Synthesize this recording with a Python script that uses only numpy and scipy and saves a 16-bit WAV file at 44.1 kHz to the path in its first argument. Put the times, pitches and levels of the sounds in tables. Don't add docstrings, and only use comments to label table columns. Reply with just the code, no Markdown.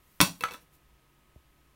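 import sys
import numpy as np
from scipy import signal
from scipy.fft import rfft, irfft
from scipy.io import wavfile

SR = 44100
rng = np.random.default_rng(int(sys.argv[2]) if len(sys.argv) > 2 else 0)


def master(y):
    cut = np.clip(np.atleast_2d(y).T, -1, 1)
    pcm = np.round(cut * 32767)
    wavfile.write(sys.argv[1], SR, pcm.astype(np.int16))


N = 77175
TIME = np.arange(N) / SR

CRACK_CENTRES_HZ = [350, 1300, 3800, 11000]
# frequency in Hz, relative spectral density in dB.
CRACK_SPECTRUM = [(80, -13), (160, 5), (310, 4), (420, -1.5), (560, -1.5), (750, -4), (1050, 1.5),
                  (1700, -2.5), (2600, 0), (3000, -4.5), (3600, 2), (4500, 0), (5000, -9.5), (5400, 2),
                  (6900, -7), (8000, -2.5), (11100, 1.5), (11900, -4), (13000, 0), (15000, 1)]
# start in seconds, crack level in dB in each of the four bands,
# ring level in dB, frequency in Hz above which the ring is duller, frequency in Hz that the contact
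# point favours, gain there in dB (negative where it suppresses).
IMPACTS = [(0.2033, -14.5, -11, -13, -24.5, -37, 6400, 5350, 14),
           (0.2121, -14, -23.5, -10.5, -7.5, -22.5, 14900, 4100, -37.5),
           (0.4078, -44, -43, -39, -33.5, -45.5, 4510, 2747, 15.5),
           (0.4240, -42, -45, -49, -38.5, -79, 4000, 2650, -12),
           (0.4367, -36, -17.5, -29.5, -31.5, -37, 3040, 1305, 18),
           (0.4543, -58, -35.5, -49, -58, -50, 2520, 1320, 23),
           (0.4863, -49, -37, -45, -52, -53.5, 2800, 2180, 16),
           (0.509, -48, -56, -40, -54, -57, 4900, 2804, 33.5),
           (0.5187, -45, -39.5, -49, -43, -64, 4980, 2650, 11),
           (0.5270, -45.5, -60, -64, -47, -54, 5000, 3730, 0),
           (0.536, -53, -53, -42, -40, -54, 5000, 3500, 9.5),
           (0.542, -49, -36, -59.5, -46, -62, 3000, 1200, 7),
           (0.5474, -44, -57, -48, -50, -58.5, 3000, 1310, 14)]
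def cracks():
    envelope = decay(t60=0.021) * onset(rise_s=0.00042)
    envelope_rms = np.sqrt(np.mean(envelope ** 2))
    out = np.zeros(N)
    for start, *band_db, _, _, _, _ in IMPACTS:
        bands = band_noises(CRACK_CENTRES_HZ, CRACK_SPECTRUM)
        burst = sum(from_db(db) * unit_rms(band * envelope) for db, band in zip(band_db, bands))
        out += delayed(envelope_rms * burst, start)
    return out


# frequency in Hz, relative level in dB, time to decay by 60 dB (T60) in seconds.
PLASTIC_MODES = [(559.5, -10.5, 0.15), (981, 0.5, .11), (1065, -1.5, .11), (1319, -1.5, 0.07),
                 (1516, -8, .2), (1996, -2.5, 0.072), (2245, -2, .12), (2633, -2, .16), (3310, -8.5, .09),
                 (3524, -0.5, .07), (3925, -3.5, 0.16), (4305, -5, .12), (5380, -1.5, 0.028),
                 (5500, -6, 0.044), (5730, -8, 0.2)]
WALL_MODES = [(7840, -7.5, 0.05), (8200, -6.5, 0.023), (9200, -3, 0.11), (9890, -2, .05), (11220, 0, 0.054),
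              (13200, -6, .04), (14700, -4, .035)]
def plastic_ringing():
    modes = PLASTIC_MODES + WALL_MODES
    hz, tones = np.array(modes)[:, 0], damped_sines(modes)
    focus_octaves = 0.11
    out = np.zeros(N)
    for start, *_, ring_db, dull_hz, focus_hz, focus_db in IMPACTS:
        position_db = focus_db * np.exp(-(np.log2(hz / focus_hz) / focus_octaves) ** 2)
        scatter_db = rng.standard_normal(len(hz))
        rolloff = 1 / np.sqrt(1 + (hz / dull_hz) ** 6)
        amplitudes = from_db(ring_db + position_db + scatter_db) * rolloff
        out += delayed(amplitudes @ tones, start)
    return out


# frequency in Hz, relative level in dB, T60 in seconds.
BOOM_MODES = [(62, -12, .22), (132, -3, .11), (165, 0, .135), (190, -6, .17), (304, -3, .075)]
BENDING_MODES = [(482, 0.5, 0.16)]
# start in seconds, floor gain in dB, bending gain in dB.
LANDINGS = [(0.2051, -31, -62), (0.215, -19, -66), (0.409, -59, -42.5), (0.4370, -55, -37),
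            (0.5090, -60, -44.5), (0.623, -60.5, -67.5)]
def thuds():
    bass_cut = signal.butter(2, 130, "high", fs=SR, output="sos")
    boom = signal.sosfilt(bass_cut, ring(BOOM_MODES))
    bend = ring(BENDING_MODES)
    return sum(delayed(from_db(boom_db) * boom + from_db(bend_db) * bend, start)
               for start, boom_db, bend_db in LANDINGS)


# frequency in Hz, relative spectral density in dB.
FRICTION_SPECTRUM = [(300, -4), (1500, -2), (5000, -5), (9000, -1.5), (13000, 4), (16000, 1)]
# middle in seconds, half length in seconds, level at the middle in dB.
SLIDES = [(0.15, 0.15, -67), (0.381, 0.041, -61.5), (0.522, 0.022, -57.5), (0.621, .015, -63),
          (0.744, 0.023, -63.5)]
def swishes():
    envelope = sum(from_db(db) * np.exp(-((TIME - middle) / half) ** 2) for middle, half, db in SLIDES)
    return coloured_noise(FRICTION_SPECTRUM) * envelope


# frequency in Hz, relative level in dB, T60 in seconds.
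LOW_BUMP_MODES = [(66, -2.5, 0.19), (130, 2, 0.039), (299.8, -2.5, 0.022), (625.5, -8, 0.032)]
def bump():
    return from_db(-45) * delayed(ring(LOW_BUMP_MODES), start_s=1.3595)


# band centre in Hz, relative level in dB, T60 in seconds.
REVERB_BANDS = [(80, -11.5, .25), (180, -3.5, 0.31), (400, -10, 0.22), (740, -4, 0.25), (1500, -8, 0.2),
                (2970, -6.5, .22), (5800, -4, .23), (9000, -5.5, .24), (14000, -7.5, 0.21)]
def reverberation(sound):
    bands = band_noises([row[0] for row in REVERB_BANDS])
    response = np.zeros(N)
    for (_, db, t60), band in zip(REVERB_BANDS, bands):
        envelope = decay(t60) * onset(rise_s=0.0027)
        response += from_db(db) * np.std(band) * unit_rms(band * envelope) / np.sqrt(N)
    return signal.fftconvolve(sound, delayed(response, start_s=0.004))[:N]


# frequency in Hz, relative spectral density in dB.
AIR_SPECTRUM = [(25, -8.5), (59, -1), (88, -13), (144, -12), (221, -16), (350, -14), (430, -20), (850, -23),
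                (1000, -17.5), (1340, -25.5), (1800, -22.5), (3000, -25.5), (4500, -32), (7000, -34),
                (9500, -33.5), (12500, -32.5), (15500, -33)]
# frequency in Hz, rms level in dB.
STEADY_TONES = [(58, -74.5), (140, -75.5), (1268, -78.5)]
def background():
    tones = sum(from_db(db) * np.sqrt(2) * np.sin(2 * np.pi * (hz * TIME + rng.random()))
                for hz, db in STEADY_TONES)
    return from_db(-65) * coloured_noise(AIR_SPECTRUM) + tones


def damped_sines(modes):
    return np.array([(-1) ** k * from_db(db) * np.sin(2 * np.pi * hz * TIME) * decay(t60)
                     for k, (hz, db, t60) in enumerate(modes)])


def ring(modes):
    return damped_sines(modes).sum(axis=0)


def decay(t60):
    return np.exp(-np.log(1000) * TIME / t60)


def onset(rise_s):
    return 1 - np.exp(-TIME / rise_s)


def delayed(sound, start_s):
    return np.concatenate([np.zeros(int(start_s * SR)), sound])[:N]


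def coloured_noise(spectrum):
    gain = spectral_gain(spectrum, np.fft.rfftfreq(N, 1 / SR))
    return unit_rms(irfft(rfft(rng.standard_normal(N)) * gain, N))


def band_noises(centres, spectrum=None):
    hz = np.maximum(np.fft.rfftfreq(N, 1 / SR), 1)
    bins = np.exp(2j * np.pi * rng.random(len(hz))) * np.sqrt(N) * (hz > 50)
    if spectrum:
        bins *= spectral_gain(spectrum, hz)
    windows = [np.interp(np.log(hz), np.log(centres), peak) for peak in np.eye(len(centres))]
    return [irfft(bins * window, N) for window in windows]


def spectral_gain(spectrum, hz):
    points_hz, points_db = np.transpose(spectrum)
    return from_db(np.interp(np.log(np.maximum(hz, 1)), np.log(points_hz), points_db))


def from_db(db):
    return 10 ** (np.asarray(db) / 20)


def unit_rms(sound):
    return sound / np.sqrt(np.mean(sound ** 2) + 1e-20)


def scene():
    contact, ringing, weight = cracks() + swishes(), plastic_ringing(), thuds()
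    tail = reverberation(contact + from_db(-14) * ringing + from_db(-12) * weight)
    return (contact + ringing + weight + tail + bump() + background())[None]


def record(dry):
    lowpass = signal.ellip(10, .2, 80, 15800, fs=SR, output="sos")
    return signal.sosfilt(lowpass, np.tanh(dry))


dry = scene()
out = record(dry)
master(out)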